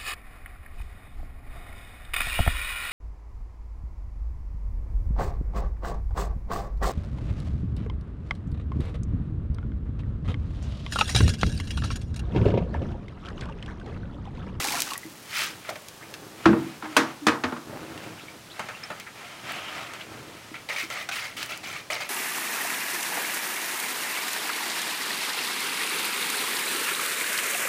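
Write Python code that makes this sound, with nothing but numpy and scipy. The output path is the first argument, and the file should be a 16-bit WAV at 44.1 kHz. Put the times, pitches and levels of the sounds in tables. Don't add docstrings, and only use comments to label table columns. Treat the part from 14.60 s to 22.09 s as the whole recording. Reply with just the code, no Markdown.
import sys
import numpy as np
from scipy import signal
from scipy.io import wavfile

SR = 44100
rng = np.random.default_rng(int(sys.argv[2]) if len(sys.argv) > 2 else 0)


def generate_wav(sig):
    pcm = np.round(np.clip(np.atleast_2d(sig).T, -1, 1) * 32767).astype(np.int16)
    wavfile.write(sys.argv[1], SR, pcm)


N = 330309
TIME = np.arange(N) / SR
HZ = np.fft.rfftfreq(4096, 1 / SR) + 1

# f/Hz, density/dB
ROOM_SPECTRUM = [(20, -21), (55, -11.5), (110, 3), (300, -1), (700, -4), (1300, -5.5), (2200, -8),
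                 (5000, -11), (11000, -18), (16000, -25)]
# f/Hz, t60/s
ROOM_DECAY = [(150, 0.52), (1000, 0.2), (4000, 0.064), (12000, 0.018)]
# t/s, level/dB, f/Hz
BUBBLE_PINGS = [(0.048, -21, 810), (.107, -28.5, 890), (0.141, -23.5, 1010), (0.163, -30, 1150),
                (.172, -25, 1350), (0.305, -29, 2780), (0.319, -23, 1077), (.356, -28, 1890),
                (0.432, -32, 1980), (0.453, -28, 302), (1.093, -29, 657), (3.684, -31.5, 2250),
                (4.001, -31, 192), (4.15, -32.5, 2700), (4.237, -26, 5180), (4.307, -31.5, 177),
                (5.916, -30, 276), (6.235, -30, 297)]
# f/Hz, density/dB
SPLASH_SPECTRUM = [(70, -61), (180, -7), (270, 0), (450, 0.5), (850, -0.5), (2000, 2.5), (5500, 2.5),
                   (11000, -3.5), (16000, -11)]
# t/s, length/s, level/dB, f/Hz
WALL_BOOMS = [(1.858, 0.025, -15, 326), (2.23, 0.085, -42, 310), (2.367, 0.019, -23.5, 277.4),
              (2.617, .04, -36, 287), (2.67, 0.021, -25, 288), (2.84, 0.038, -35, 260)]
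# t/s, level/dB
STAND_THUDS = [(1.858, -32), (2.68, -43), (2.845, -42)]
# t/s, level/dB, treble corner/Hz, bass gain/dB
VESSEL_BLOWS = [(1.856, -5.5, 2070, 7), (1.861, -10, 734, 14), (1.89, -18, 646, 21),
                (1.93, -18.5, 1120, 18.5), (2.224, -25, 1790, -3), (2.366, -2.5, 4730, -5.5),
                (2.6674, -8, 4720, 0.5), (2.683, -6, 2100, -14), (2.837, -11, 2200, -7.5),
                (2.922, -22.5, 1570, 7.5), (2.965, -29, 2500, -6)]
# f/Hz, level/dB, t60/s
VESSEL_MODES = [(138, -12, 0.4), (214, -6, 0.22), (234, -5, 0.3), (331, -5, 0.48), (366, -5, 0.45),
                (470, 1, 0.2), (619, -8, 0.3), (864, -2, 0.19), (1118, -4, 0.2), (1252, 2, 0.13),
                (1575, -8, 0.25), (1886, -7, 0.25), (2545, 1, 0.09)]
# f/Hz, density/dB
SHELL_SPECTRUM = [(45, -46), (85, -15), (145, -6), (270, 7.5), (420, -3.5), (560, -3.5), (950, 2.5),
                  (1400, 3.5), (2400, -3), (3500, -5), (6000, -7.5), (15000, -13.5)]
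# f/Hz, t60/s
SHELL_DECAY = [(100, 0.58), (300, 0.43), (1200, 0.4), (2500, 0.24), (6000, 0.26), (14000, 0.18)]
# f/Hz, density/dB
SLOSH_SPECTRUM = [(50, -21), (124, 0), (200, -5), (310, 1.5), (700, -8.5), (1700, -14), (5000, -36)]
# t/s, length/s, level/dB
LIQUID_SURGES = [(0.757, 0.24, -45), (1.38, 1, -47.5), (3.044, 0.47, -39), (3.44, 0.49, -49.5),
                 (4.783, 0.73, -47), (5.454, 0.27, -43.5), (6.712, 0.43, -50)]
# f/Hz, density/dB
FIZZ_SPECTRUM = [(300, -30), (660, 7.5), (850, 1.5), (1290, 2), (2950, 0), (3500, -2), (7000, -11.5),
                 (16000, -24)]
# t/s, length/s, level/dB
PALM_PRESSES = [(0.996, 0.12, -42.5), (1.756, 0.39, -45), (2.264, 0.25, -41), (3.134, 0.3, -48),
                (3.376, 0.35, -49), (3.904, 0.48, -45.5), (4.525, 0.31, -43), (4.826, 0.26, -35.5),
                (5.078, 0.19, -36.5), (5.262, 0.17, -42), (5.455, 0.55, -49)]
# f/Hz, half width/Hz, peak/dB
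AIR_POCKETS = [(1306, 75, 6.5), (2200, 490, 5.5), (3090, 86, 3.5)]
# t/s, length/s, level/dB, start f/Hz, end f/Hz
POCKET_SQUISHES = [(1.409, 0.03, -41.5, 1160, 2200), (3.125, 0.038, -42.5, 610, 684),
                   (3.586, 0.055, -50, 2730, 4160), (3.899, 0.02, -45, 2760, 3870),
                   (4.891, 0.21, -43.5, 2800, 3000), (6.084, 0.027, -32.5, 2150, 1970),
                   (6.161, 0.075, -37, 2160, 2400)]
# t/s, level/dB, centre f/Hz
FILM_SMACKS = [(0.12, -18, 4500), (0.204, -8, 5500), (0.22, -5.5, 4970), (0.335, -17, 3570),
               (0.378, -15.5, 10000), (1.092, -19.5, 1520), (1.099, -22, 4060), (1.157, -25.5, 1060),
               (1.285, -23, 5000), (1.540, -21, 2170), (3.377, -26, 1790), (3.995, -20.5, 1530),
               (4.087, -25, 1460), (4.303, -26.5, 1460), (4.400, -24, 4000), (4.921, -24, 12000),
               (5.336, -26, 1900), (6.303, -28, 2600), (6.4896, -16, 1590), (6.829, -16.5, 2520),
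               (6.861, -24.5, 11100), (6.975, -24.5, 6050), (7.303, -26.5, 2480)]
# f/Hz, density/dB
GRIT_SPECTRUM = [(300, 2), (600, 4), (1000, -3), (2300, -2.5), (3200, -3), (5000, -5.5), (10000, -17.5),
                 (16000, -41)]
# t/s, level/dB, pocket f/Hz
CLUMP_SQUELCHES = [(1.048, -40, 2000), (1.088, -30.5, 730), (2.242, -31, 1090), (3.993, -29, 1330),
                   (4.087, -33, 1410), (4.232, -38.5, 1850), (4.302, -31.5, 1360), (4.397, -38, 2900),
                   (4.466, -40, 1600), (5.407, -38, 2800), (5.942, -33.5, 2200)]
# t/s, length/s, level/dB, low edge/Hz
FINGER_STROKES = [(6.088, 0.046, -32.5, 537), (6.161, 0.058, -33, 980), (6.3, 0.11, -34, 600),
                  (6.512, 0.055, -32, 930), (6.591, 0.074, -34.5, 785), (6.766, 0.066, -34.5, 1010),
                  (6.891, 0.032, -34, 640), (7.031, 0.14, -36.5, 790), (7.301, 0.051, -29.5, 500),
                  (7.402, 0.024, -31.5, 700)]


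def gain_of(db):
    return 10 ** (np.asarray(db) / 20)


def unit_rms(x):
    return x / np.sqrt(np.mean(x ** 2) + 1e-20)


def curve(points, hz=HZ):
    f, value = np.transpose(points)
    return np.interp(np.log(hz + 1), np.log(f + 1), value)


def add(mix, s, sound):
    part = mix[max(round(s * SR), 0):][:len(sound)]
    part += sound[:len(part)]


def rolloff(ratio, order):
    return -10 * np.log10(1 + ratio ** (2 * order))


def peak(hz, half_width, db):
    return db / (1 + ((HZ - hz) / half_width) ** 2)


def colour(x, db):
    log_gain = np.log(gain_of(np.r_[db, db[-2:0:-1]]) + 1e-5)
    taps = np.fft.ifft(np.exp(np.conj(signal.hilbert(log_gain)))).real
    return signal.fftconvolve(x, taps[:len(db)])[:len(x)]


def resonate(x, hz, width):
    turn = np.exp(2j * np.pi * np.cumsum(hz) / SR)
    pole = np.exp(-np.pi * width / SR)
    return 2 * (turn * signal.lfilter([1 - pole], [1, -pole], x / turn)).real


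def wander(n, per_s):
    return np.interp(np.arange(n) / SR * per_s, np.arange(SR), rng.standard_normal(SR))


def decay(t, t60):
    return np.exp(-np.log(1000) * t / t60)


def push(t, length, rise_s, sag_db, t60):
    age = np.maximum(t, 0)
    sag = gain_of(-sag_db * np.minimum(age / length, 1))
    return np.minimum(age / rise_s, 1) * sag * decay(np.maximum(age - length, 0), t60)


def swell(t, width_s):
    return (1 + (t / width_s / 2) ** 2) ** -3


def crackle(n, per_s, spread_db):
    size = gain_of(spread_db * np.minimum(rng.exponential(1, n), 4))
    return unit_rms(size * np.sign(rng.standard_normal(n)) * (rng.random(n) < per_s / SR))


def ticks(n, per_s, spread_db, low_hz):
    band_db = rolloff(low_hz / HZ, order=1) + rolloff(HZ / low_hz / 2, order=1)
    return unit_rms(colour(crackle(n, per_s, spread_db), band_db))


def tail(t60s):
    hz, t, bands = signal.stft(np.sign(rng.standard_normal(SR // 2)), SR, nperseg=128)
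    x = signal.istft(bands * decay(t, curve(t60s, hz)[:, None]), SR)[1]
    return x / np.linalg.norm(x)


def wavering(n, hz):
    pitch = hz * (1 + 0.047 * wander(n, per_s=89.6))
    return unit_rms(np.sin(2 * np.pi * np.cumsum(pitch) / SR))


def room_tone():
    return gain_of(-47.5) * unit_rms(colour(rng.standard_normal(N), curve(ROOM_SPECTRUM)))


def froth():
    start_db, fade_db_per_s = -50.5, 4
    return gain_of(start_db - fade_db_per_s * TIME) * ticks(N, per_s=590, spread_db=2.4, low_hz=4500)


def bubble(hz, t60, glide):
    t = np.arange(0, t60, 1 / SR)
    return np.sin(2 * np.pi * hz * t * (1 + glide * t / t60)) * decay(t, t60)


def swarm(n, low_hz, high_hz, per_s, cycles, sizes):
    out = np.zeros(n + SR // 4)
    for hz in np.geomspace(low_hz, high_hz, sizes):
        ping = bubble(hz, cycles / hz, glide=0.014) * np.sqrt(hz)
        onset, strength = rng.random((round(per_s * n / SR), 2)).T[:, :, None]
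        np.add.at(out, (onset * n).astype(int) + np.arange(len(ping)), strength ** 2 * ping)
    return unit_rms(out[:n])


def bubbles():
    out = np.zeros(N)
    rise_cycles, ring_cycles = 0.45, 114
    for s, db, hz in BUBBLE_PINGS:
        ping = bubble(hz, t60=min(0.035, ring_cycles / hz), glide=0.073)
        add(out, s, gain_of(db) * ping * np.minimum(TIME[:len(ping)] * hz / rise_cycles, 1))
    return out


def pour():
    out, t = np.zeros(N), TIME[:SR]
    stop_s, slug_s = 0.19, 0.3
    glugs_per_s, first_glug_s = 25, 0.045
    spray = unit_rms(colour(crackle(SR, per_s=3500, spread_db=3.4), curve(SPLASH_SPECTRUM)))
    spray *= gain_of(2 * wander(SR, per_s=161))
    pulses = np.cos(np.pi * glugs_per_s * (t - first_glug_s)) ** 4
    glugs = unit_rms(wavering(SR, hz=268) * pulses * gain_of(3 * wander(SR, glugs_per_s)))
    pings = swarm(SR, low_hz=674, high_hz=6200, per_s=7, cycles=33, sizes=40)
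    water = spray + gain_of(-4.5) * pings + gain_of(-14) * glugs
    stream = gain_of(-31.5) * decay(np.maximum(t - stop_s, 0), t60=0.41)
    slug = gain_of(-41.5) * swell(t - slug_s, width_s=0.041)
    add(out, 0, (stream + slug) * water)
    return out


def booms():
    out, t = np.zeros(N), TIME[:SR // 2]
    thud_length_s, thud_hz = 0.03, 90
    thuds = [(s, thud_length_s, db, thud_hz) for s, db in STAND_THUDS]
    for s, length, db, hz in list(WALL_BOOMS) + thuds:
        envelope = push(t, length, rise_s=0.006, sag_db=0, t60=0.21)
        add(out, s, gain_of(db) * wavering(len(t), hz) * envelope)
    return out


def knocks():
    out, t = np.zeros(N), TIME[:SR // 2]
    hz, mode_db, t60 = np.transpose(VESSEL_MODES)[:, :, None]
    sign = (-1) ** np.arange(len(hz))[:, None]
    attack = 1 - np.exp(-t / 0.00056)
    for s, db, treble_hz, bass_db in VESSEL_BLOWS:
        spot, grip = rng.standard_normal((2, len(hz), 1))
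        modes = np.sin(2 * np.pi * hz * (1 + 0.008 * grip) * t) * decay(t, t60)
        ring = (sign * gain_of(mode_db + 2.5 * spot) * modes).sum(0)
        crack = np.sign(rng.standard_normal(len(t))) * decay(t, t60=0.063)
        clatter = tail(SHELL_DECAY)[:len(t)]
        shell = colour(gain_of(4.5) * crack + gain_of(22) * clatter, curve(SHELL_SPECTRUM))
        contact_db = rolloff(HZ / treble_hz, order=1) + rolloff(HZ / treble_hz / 2.33, order=2)
        weight_db = peak(0, 400, bass_db) + rolloff(70 / HZ, order=5)
        blow = (gain_of(-18.5) * ring + shell) * attack
        add(out, s, gain_of(db) * colour(blow, contact_db + weight_db))
    return out


def squishes():
    out, t = np.zeros(N), TIME[:SR // 2]
    flutter, ragged_flow_db = 0.06, 4
    for s, length, db, from_hz, to_hz in POCKET_SQUISHES:
        hz = np.interp(t, [0, length], [from_hz, to_hz]) * (1 + flutter * wander(len(t), per_s=75.6))
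        ring = crackle(len(t), per_s=2500, spread_db=1.5)
        ring *= gain_of(ragged_flow_db * wander(len(t), per_s=158))
        for _ in range(2):
            ring = resonate(ring, hz, width=0.21 * to_hz)
        add(out, s, gain_of(db) * unit_rms(ring) * push(t, length, rise_s=0.0032, sag_db=0, t60=0.076))
    return out


def smacks():
    out, t = np.zeros(N), TIME[:SR // 20]
    for s, db, hz in FILM_SMACKS:
        sputter = crackle(len(t), per_s=2200, spread_db=2.5) * decay(t, 0.029 * np.sqrt(2000 / hz))
        treble_db = rolloff(HZ / hz, order=1) + rolloff(HZ / hz / 3, order=1)
        click = colour((t == 0) + 0.24 * sputter, treble_db + rolloff(0.65 * hz / HZ, order=2))
        add(out, s, gain_of(db) * click / abs(click).max())
    return out


def mash(spectrum, spread_db, pings_db):
    shape_db = curve(spectrum) + sum(peak(hz, width, db) for hz, width, db in AIR_POCKETS)
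    slips = unit_rms(colour(crackle(2 * SR, per_s=7000, spread_db=spread_db), shape_db))
    pings = swarm(2 * SR, low_hz=550, high_hz=14000, per_s=22, cycles=70, sizes=80)
    pings = unit_rms(colour(pings, shape_db + 10 * np.log10(HZ / 2000)))
    return unit_rms(slips + gain_of(pings_db) * pings)


def kneading():
    fizz = np.resize(mash(FIZZ_SPECTRUM, spread_db=3, pings_db=-5.5), N)
    fizz *= gain_of(1.5 * wander(N, per_s=70))
    slosh = unit_rms(colour(crackle(N, per_s=900, spread_db=4.3), curve(SLOSH_SPECTRUM)))
    slosh *= gain_of(1.1 * wander(N, per_s=33))
    pressure = sum(gain_of(db) * push(TIME - s, length, rise_s=0.074, sag_db=3, t60=0.22)
                   for s, length, db in PALM_PRESSES)
    surge = sum(gain_of(db) * push(TIME - s, length, rise_s=0.069, sag_db=8, t60=0.33)
                for s, length, db in LIQUID_SURGES)
    return fizz * pressure + slosh * surge


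def scooping():
    out, t = np.zeros(N), TIME[:SR // 2]
    bubbly = mash(GRIT_SPECTRUM, spread_db=2, pings_db=-2)
    smooth = mash(GRIT_SPECTRUM, spread_db=3, pings_db=-5)
    pops = gain_of(-14.5) * ticks(2 * SR, per_s=450, spread_db=1.1, low_hz=5000)

    def grit(low_hz, pocket_db=0):
        depth = np.clip((1100 - low_hz) / 200, 0, 1)
        grains = depth * bubbly + (1 - depth) * smooth + pops
        start = rng.integers(len(grains) - len(t))
        tilt_db_per_octave = np.log2(low_hz / 650)
        octaves = np.log2(np.maximum(HZ, low_hz) / 2000)
        shape_db = rolloff(low_hz / HZ, order=3) + tilt_db_per_octave * octaves + pocket_db
        stroke = unit_rms(colour(grains[start:start + len(t)], shape_db))
        return stroke * gain_of(wander(len(t), per_s=121.8))

    for s, length, db, low_hz in FINGER_STROKES:
        cavity_hz = rng.uniform(1900, 3100)
        cavity_db = peak(cavity_hz, 0.05 * cavity_hz, db=6)
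        envelope = push(t, length, rise_s=0.0015, sag_db=0.5, t60=0.31)
        add(out, s, gain_of(db) * grit(low_hz, cavity_db) * envelope)
    for s, db, hz in CLUMP_SQUELCHES:
        pocket_db = peak(hz, 0.66 * hz, db=14.5) + rolloff(HZ / hz / 9.2, order=1)
        envelope = np.minimum(t / 0.00083, 1) * decay(t, t60=0.17)
        add(out, s, gain_of(db) * grit(0.3 * hz, pocket_db) * envelope)
    dig_s, middle_s = 0.808, t.mean()
    add(out, dig_s - middle_s, gain_of(-26.5) * grit(low_hz=1060) * swell(t - middle_s, width_s=0.057))
    return out


def scene():
    wet_work = pour() + scooping() + squishes() + kneading()
    blows = knocks() + booms()
    bursts = bubbles() + smacks() + froth()
    send = gain_of(-14) * wet_work + gain_of(-10.5) * bursts + gain_of(-20) * blows
    reverb = np.zeros(N)
    add(reverb, 0.006, signal.fftconvolve(send, tail(ROOM_DECAY)))
    return (wet_work + bursts + blows + reverb + room_tone())[None]


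def record(dry):
    edge_hz = 15950
    lowpass = signal.firwin(511, edge_hz, window=("kaiser", 9), fs=SR)
    return signal.oaconvolve(np.tanh(dry), lowpass[None], "same")


dry = scene()
out = record(dry)
generate_wav(out)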